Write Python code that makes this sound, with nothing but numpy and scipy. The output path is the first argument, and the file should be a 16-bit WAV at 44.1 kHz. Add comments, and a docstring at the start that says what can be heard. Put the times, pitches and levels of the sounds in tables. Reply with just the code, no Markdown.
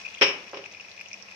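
"""Thick syrup simmers in a metal pan on a gas ring in a small kitchen.
Its bubbles are swelling tones that start with a snap; thousands of tiny ringing bursts make the sizzle.
The flame is coloured noise. A utensil knocks the pan once, hard and clattering, and a soft bump follows:
filtered noise clanks over the ringing modes of the pan.
The two microphone ports each have a resonance of their own."""
import sys
import numpy as np
from scipy import signal
from scipy.fft import rfft, irfft
from scipy.io import wavfile

SR = 44100
rng = np.random.default_rng(int(sys.argv[2]) if len(sys.argv) > 2 else 0)


def put_to_file(sound):
    """Save the sound as 16-bit audio at rate SR, in the file named by the first command-line argument."""
    columns = np.atleast_2d(sound).T  # one column per channel
    safe = np.clip(columns, -1, 1)
    whole_steps = np.round(safe * 32767)
    wavfile.write(sys.argv[1], SR, whole_steps.astype(np.int16))


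N = 59535
T = np.arange(N) / SR  # time in seconds

SIZZLE_PER_S, SIZZLE_DB = 2200, -56  # bursts per second; level before the vigour curve
SIZZLE_SPREAD_DB, SIZZLE_CAP, SIZZLE_CYCLES = 3.6, 3.8, 7  # mean excess, its cap (x spread), t60 in cycles
FLAME_DB = -53.5
BUBBLE_DB, BUBBLE_SHAPE = -2, 2.24  # level trim; exponent of the swell
BUBBLE_RISE_PER_S = 22  # pitch rise per second, as a share of the pitch
BUBBLE_PAN_DB = -3  # left minus right
SPIT_DB, SPIT_SWELL_S = 2, 0.00036
SNAP_DB, SNAP_T60_S = -14.5, 0.0048  # level relative to its bubble
WALL_S, WALL_DB = 0.014, -2  # t60 and level of the pan wall's reflections
ROOM_T60_S, ROOM_DB = 0.12, -8
CRACK_DB, CRACK_T60_S = -16.5, 0.01
CLANK_DB, CLANK_T60_S = -20, 0.1
TAIL_DB, TAIL_BUILD_S = -26.5, 0.0028
MODES_DB, RING_BUILD_S = 1, 0.00094
PORT_PHASE_PER_HZ = 0.00005  # spread of a mode's phase between the ports, in turns per Hz
BUMP_RING_SHARE = 0.91  # the bump is damped: share of the free ring time
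LEFT_LAG_S = 0.00008
RUMBLE_CUT_HZ, CUTOFF_HZ = 55, 16100


def from_db(db):
    """Decibels to gain."""
    return 10 ** (np.asarray(db) / 20)


def rms_one(x):
    """Scale to rms 1."""
    return x / np.sqrt(np.mean(x ** 2) + 1e-20)


def at_hz(points, hz):
    """Read a table on a log-frequency axis."""
    f, value = np.transpose(points)
    return np.interp(np.log(hz + 1e-9), np.log(f), value)


def noise():
    """White stereo noise, alike on both sides in the bass; rms 1."""
    # Left-right likeness of diffuse sound. Each row: frequency in Hz, correlation from 0 to 1.
    likeness = [(60, 1), (250, 1), (640, 0.88), (1400, 0), (3100, 0), (7000, 0)]
    mid, side = rfft(rng.standard_normal((2, N)))
    alike = np.clip(at_hz(likeness, np.fft.rfftfreq(N, 1 / SR)), 0, 1)
    spectrum = np.sqrt(1 + alike) * mid + np.sqrt(1 - alike) * side * [[1], [-1]]
    return rms_one(irfft(spectrum, N))


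def coloured(x, spectrum):
    """Causal (minimum-phase) filter that follows a spectrum; keeps the power of white noise."""
    gain = rms_one(from_db(at_hz(spectrum, np.fft.rfftfreq(2 * N, 1 / SR))))
    log_gain = np.log(np.r_[gain, gain[-2:0:-1]])
    # the Hilbert transform of the log gain gives the minimum phase
    response = np.exp(np.conj(signal.hilbert(log_gain)))[:N + 1]
    return irfft(rfft(x, 2 * N) * response)[..., :N]


def dying(t60):
    """Exponential decay by 60 dB in t60 seconds."""
    return np.exp(-np.log(1000) * T / max(t60, 1e-3))


def delayed(x, s):
    """Start a sound at time s."""
    n = int(s * SR)
    return np.pad(x, ((0, 0), (n, 0)))[:, :N]


def ring(clicks, hz, t60):
    """Two-pole resonator: a unit click sets a dying sine of starting height 1 ringing."""
    r = np.exp(-np.log(1000) / (t60 * SR))
    w = 2 * np.pi * hz / SR
    return signal.lfilter([0, np.sin(w)], [1, -2 * r * np.cos(w), r * r], clicks + 1e-18)


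def sizzle(count=36):
    """Countless tiny bursts, each ringing a few cycles and reaching each port with a strength of its own."""
    # Colour of the sizzle. Each row: pitch in Hz, relative level in dB.
    colour = [(700, -3.5), (1400, 3), (2000, -1.5), (2600, 7), (3400, 5.5), (4400, -3.5), (5500, -4.5),
              (6500, -23), (8000, -45), (10000, -33), (13500, -15), (15000, -24)]
    # Vigour of the sizzle over time. Each row: time in seconds, gain in dB.
    vigour = [(0, 6), (0.18, -2), (0.4, -0.5), (0.75, -5.5), (0.92, -4.5), (1.1, -5), (1.35, 0)]
    born = rng.random(N) < SIZZLE_PER_S / SR
    strength = from_db(SIZZLE_SPREAD_DB * np.minimum(rng.exponential(1, N), SIZZLE_CAP))
    clicks = born * strength * rng.choice([-1, 1], (2, N)) * rng.uniform(0.62, 1, (2, N))
    dealt = rng.integers(0, count, N)  # which pitch each burst takes
    grains = 0
    for k, hz in enumerate(np.geomspace(800, 15000, count)):
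        band = rms_one(ring(clicks * (dealt == k), hz, SIZZLE_CYCLES / hz))
        grains = grains + from_db(at_hz(colour, hz)) * band
    return from_db(np.interp(T, *np.transpose(vigour))) * from_db(SIZZLE_DB) * rms_one(grains)


def flame():
    """Gas flame and far hiss: steady noise through one fixed spectrum."""
    # Spectrum of flame and hiss. Each row: frequency in Hz, relative density in dB per Hz.
    spectrum = [(25, -3), (55, -26.5), (92, 4), (135, -8), (170, -3), (197, 10), (240, -7), (380, -0.5),
                (620, 3.5), (1400, -7), (2100, 4.5), (3600, -7.5), (5500, -8), (8000, -29.5), (14000, -30)]
    return from_db(FLAME_DB) * coloured(noise(), spectrum)


def blip(s, db, hz, swell_s):
    """A bubble opens: a tone swells, rises a little in pitch and dies."""
    t = np.maximum(T - s, 0)
    age = t / max(swell_s, 1e-4)
    swell = (age * np.exp(1 - np.minimum(age, 20))) ** BUBBLE_SHAPE * (age < 20)
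    # the rising pitch passes hz at the end of the swell time
    cycles = hz * t * (1 + BUBBLE_RISE_PER_S * (t / 2 - swell_s))
    return from_db(db) * swell * np.sin(2 * np.pi * cycles)


def bubbles():
    """Larger bubbles and sharp spits; each starts with the noisy snap of its bursting film."""
    # Larger bubbles. Each row: start in seconds, peak level in dB before trim, pitch in Hz,
    # swell time in seconds.
    large = [(0.0135, -34, 2620, 0.0003), (0.048, -35.5, 2525, 0.0024), (0.056, -34, 2610, 0.00081),
             (0.0615, -40, 2550, 0.00096), (0.0635, -32.5, 2470, 0.0015), (0.0787, -37.5, 2600, 0.00092),
             (0.086, -34.5, 2440, 0.0006), (0.1324, -38, 2620, 0.00056), (0.141, -39.5, 2620, 0.0019),
             (0.1481, -28.5, 3080, 0.00059), (0.1721, -40, 2210, 0.0026), (0.182, -33.5, 2400, 0.00043),
             (0.184, -36.5, 3200, 0.0021), (0.4778, -40, 2470, 0.00096), (0.6396, -33, 2880, 0.00062),
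             (0.6519, -45, 2370, 0.0033), (0.6597, -30.5, 2360, 0.0005), (0.737, -36, 2770, 0.00037),
             (0.747, -38, 2480, 0.0012), (0.7695, -41.5, 2380, 0.0014), (0.7982, -36, 2700, 0.0013),
             (0.8073, -36.5, 2550, 0.00074), (0.847, -42.5, 2500, 0.0013), (0.8846, -36, 2400, 0.00058),
             (0.9764, -37.5, 2470, 0.00099), (0.9936, -34.5, 2410, 0.00049), (0.9982, -45, 2340, 0.003),
             (1.0108, -29.5, 2430, 0.00062), (1.059, -35, 2890, 0.00076), (1.1133, -37, 2330, 0.0012),
             (1.1302, -35, 2400, 0.00085), (1.1404, -33, 2450, 0.00082), (1.2845, -41, 2590, 0.0013),
             (1.3213, -40, 2460, 0.00088)]
    # Sharp spits of tiny bubbles. Each row: start in seconds, peak level in dB before trim, pitch in Hz.
    spits = [(0.143, -48.5, 6630), (0.514, -50.5, 5900), (0.7238, -49, 5800), (0.8096, -48, 5430),
             (0.9148, -39, 3900), (1.002, -47.5, 5170), (1.011, -54, 13500), (1.015, -55.5, 10300),
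             (1.014, -53, 5140), (1.085, -47, 5800), (1.131, -38, 5500), (1.2243, -41, 5200)]
    # Spectrum of a film's snap. Each row: frequency in Hz, relative density in dB per Hz.
    snap_spectrum = [(300, -15.5), (1400, 9), (2200, -16.5), (3200, 7.5), (5800, 1), (7500, -1),
                     (10000, -39), (14000, -13)]
    pops = [(s, db + BUBBLE_DB, hz, swell_s) for s, db, hz, swell_s in large]
    pops += [(s, db + SPIT_DB, hz, SPIT_SWELL_S) for s, db, hz in spits]
    fade = dying(SNAP_T60_S)[None]
    snap_envelope = sum(from_db(db + SNAP_DB) * delayed(fade, s) for s, db, _, _ in pops)
    tones = sum(blip(*pop) for pop in pops)
    return tones + coloured(snap_envelope * noise(), snap_spectrum)


def kitchen(x):
    """Dense reflections: a short burst from the pan's wall and the longer tail of the room."""
    early, late = rng.standard_normal((2, 2, N)) * (1 - np.exp(-T / 0.0025))
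    wall = from_db(WALL_DB) * rms_one(early * dying(WALL_S))
    room = from_db(ROOM_DB) * rms_one(late * dying(ROOM_T60_S))
    return x + signal.fftconvolve(x, (wall + room) / np.sqrt(N), axes=1)[:, :N]


def clank():
    """Crack and dense short ring of one contact, and its tail in the room, which dies band by band."""
    # Decay of a blow in the room. Each row: band centre in Hz, t60 in seconds.
    decay = [(120, 0.68), (400, 0.65), (2300, 0.43), (5000, 0.31), (9000, 0.46)]
    hz, hiss = np.fft.rfftfreq(N, 1 / SR), rfft(noise())
    centres, t60s = np.transpose(decay)
    tail = 0
    for band, t60 in zip(np.eye(len(decay)), t60s):
        weight = at_hz(np.c_[centres, band], hz)  # a triangle around one centre
        tail = tail + irfft(hiss * weight, N) * dying(t60)
    hit = from_db(CRACK_DB) * dying(CRACK_T60_S) + from_db(CLANK_DB) * dying(CLANK_T60_S)
    return hit * noise() + from_db(TAIL_DB) * (1 - np.exp(-T / TAIL_BUILD_S)) * tail


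def blow(contacts, ring_share=1):
    """A run of contacts on the pan: each clanks and feeds the modes; a soft one reaches only the low ones."""
    # Modes of the pan. Each row: frequency in Hz, level in dB before trim, free t60 in seconds,
    # left minus right in dB.
    modes = [(298, -38, .25, 0), (370, -34, .26, -1), (400, -27, .27, -2), (427, -27, .16, -2),
             (530, -25, .2, -4), (560, -24.5, .19, -4), (1066, -39, .24, 0), (1617, -36, .26, -2),
             (1973, -35, .28, -1), (2268, -32, .36, -2), (2380, -31, .32, -3), (2451, -38, .3, 2),
             (2505, -35, .3, 0), (2620, -29, .3, 0), (2822, -32, .33, 4), (2951, -35, .35, 3),
             (3044, -28, .29, 5), (3123, -32, .3, 4), (3223, -35, .22, 4), (3884, -37, .2, 2),
             (5088, -37, .27, -4), (5462, -28.5, .22, -2)]
    # Dense, short ring of each contact. Each row: frequency in Hz, relative density in dB per Hz.
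    clank_spectrum = [(30, -26), (80, -18), (150, -13), (280, -7.5), (450, -4), (580, -4.5), (700, -6),
                      (1000, -2), (1400, -2), (2200, 0.5), (3300, -1), (4300, -12.5), (5400, -8.5),
                      (6300, -24), (7800, -35), (13800, -31.5), (16000, -60)]
    clanks = 0
    for s, db, _, bright in contacts:
        dull = signal.butter(4, min(bright, 0.45 * SR), fs=SR, output="sos")
        clanks = clanks + from_db(db) * delayed(signal.sosfilt(dull, clank()), s)
    out = coloured(clanks, clank_spectrum)
    for hz, level_db, t60, pan_db in modes:
        fade = (dying(t60 * ring_share) * (1 - np.exp(-T / RING_BUILD_S)))[None] ** 2
        energy = 0  # the contacts add in energy
        for s, _, ring_db, bright in contacts:
            reach = 1 / (1 + (hz / bright) ** 4)
            energy = energy + from_db(ring_db) ** 2 * reach * delayed(fade, s)
        gain = from_db(MODES_DB + level_db + np.array([[pan_db], [-pan_db]]) / 2)
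        turns = rng.random() + PORT_PHASE_PER_HZ * hz * rng.standard_normal((2, 1))
        out = out + gain * np.sqrt(energy) * np.sin(2 * np.pi * (hz * T + turns))
    return out


def utensil():
    """The hard knock, then the muffled bump, whose modes ring a little shorter."""
    # Contacts of each blow. Each row: start in seconds, clank level in dB, ring level in dB,
    # brightness cutoff in Hz.
    knock = [(0.2118, -8, -2.5, 4600), (0.2145, -4, -4, 870), (0.2190, 0, -2.5, 12000),
             (0.2228, -2.5, -27.5, 12000), (0.2295, -6.5, -29, 9100), (0.2408, -13.5, -33, 9200),
             (0.279, -20, -11.5, 5900)]
    bump = [(0.5322, -9, -15, 1180), (0.5435, -26, -29.5, 5800), (0.569, -22, -15, 760),
            (0.572, -22.5, -44, 5800), (0.589, -30, -20, 1220)]
    return blow(knock) + blow(bump, BUMP_RING_SHARE)


def port(x, peaks):
    """A microphone port's resonances: a chain of peaking filters."""
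    for hz, db, q in peaks:
        w, g = 2 * np.pi * hz / SR, from_db(db / 2)
        k = np.sin(w) / (2 * q)
        b = [1 + k * g, -2 * np.cos(w), 1 - k * g]
        a = [1 + k / g, -2 * np.cos(w), 1 - k / g]
        x = signal.lfilter(b, a, x)
    return x


def scene():
    """Syrup, utensil and flame; the pan is a little nearer the right port."""
    balance = from_db(np.array([[1], [-1]]) * BUBBLE_PAN_DB / 2)
    syrup = bubbles() * balance + sizzle()
    left, right = kitchen(syrup) + utensil()
    lagging_left = np.interp(T - LEFT_LAG_S, T, left)
    return flame() + np.array([lagging_left, right])


def record(dry):
    """Each port colours its side; rumble and the top are cut."""
    # Port resonances. Each row: frequency in Hz, gain in dB, Q.
    left_port = [(2550, 9.5, 3.3), (5800, 6.5, 1.28)]
    right_port = [(3200, -8, 5.4), (5720, 15.5, 2.78)]
    heard = np.array([port(dry[0], left_port), port(dry[1], right_port)])
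    heard = signal.sosfilt(signal.butter(2, RUMBLE_CUT_HZ, "high", fs=SR, output="sos"), heard)
    return signal.sosfilt(signal.cheby2(14, 60, CUTOFF_HZ, fs=SR, output="sos"), heard)


dry = scene()
out = record(dry)
put_to_file(out)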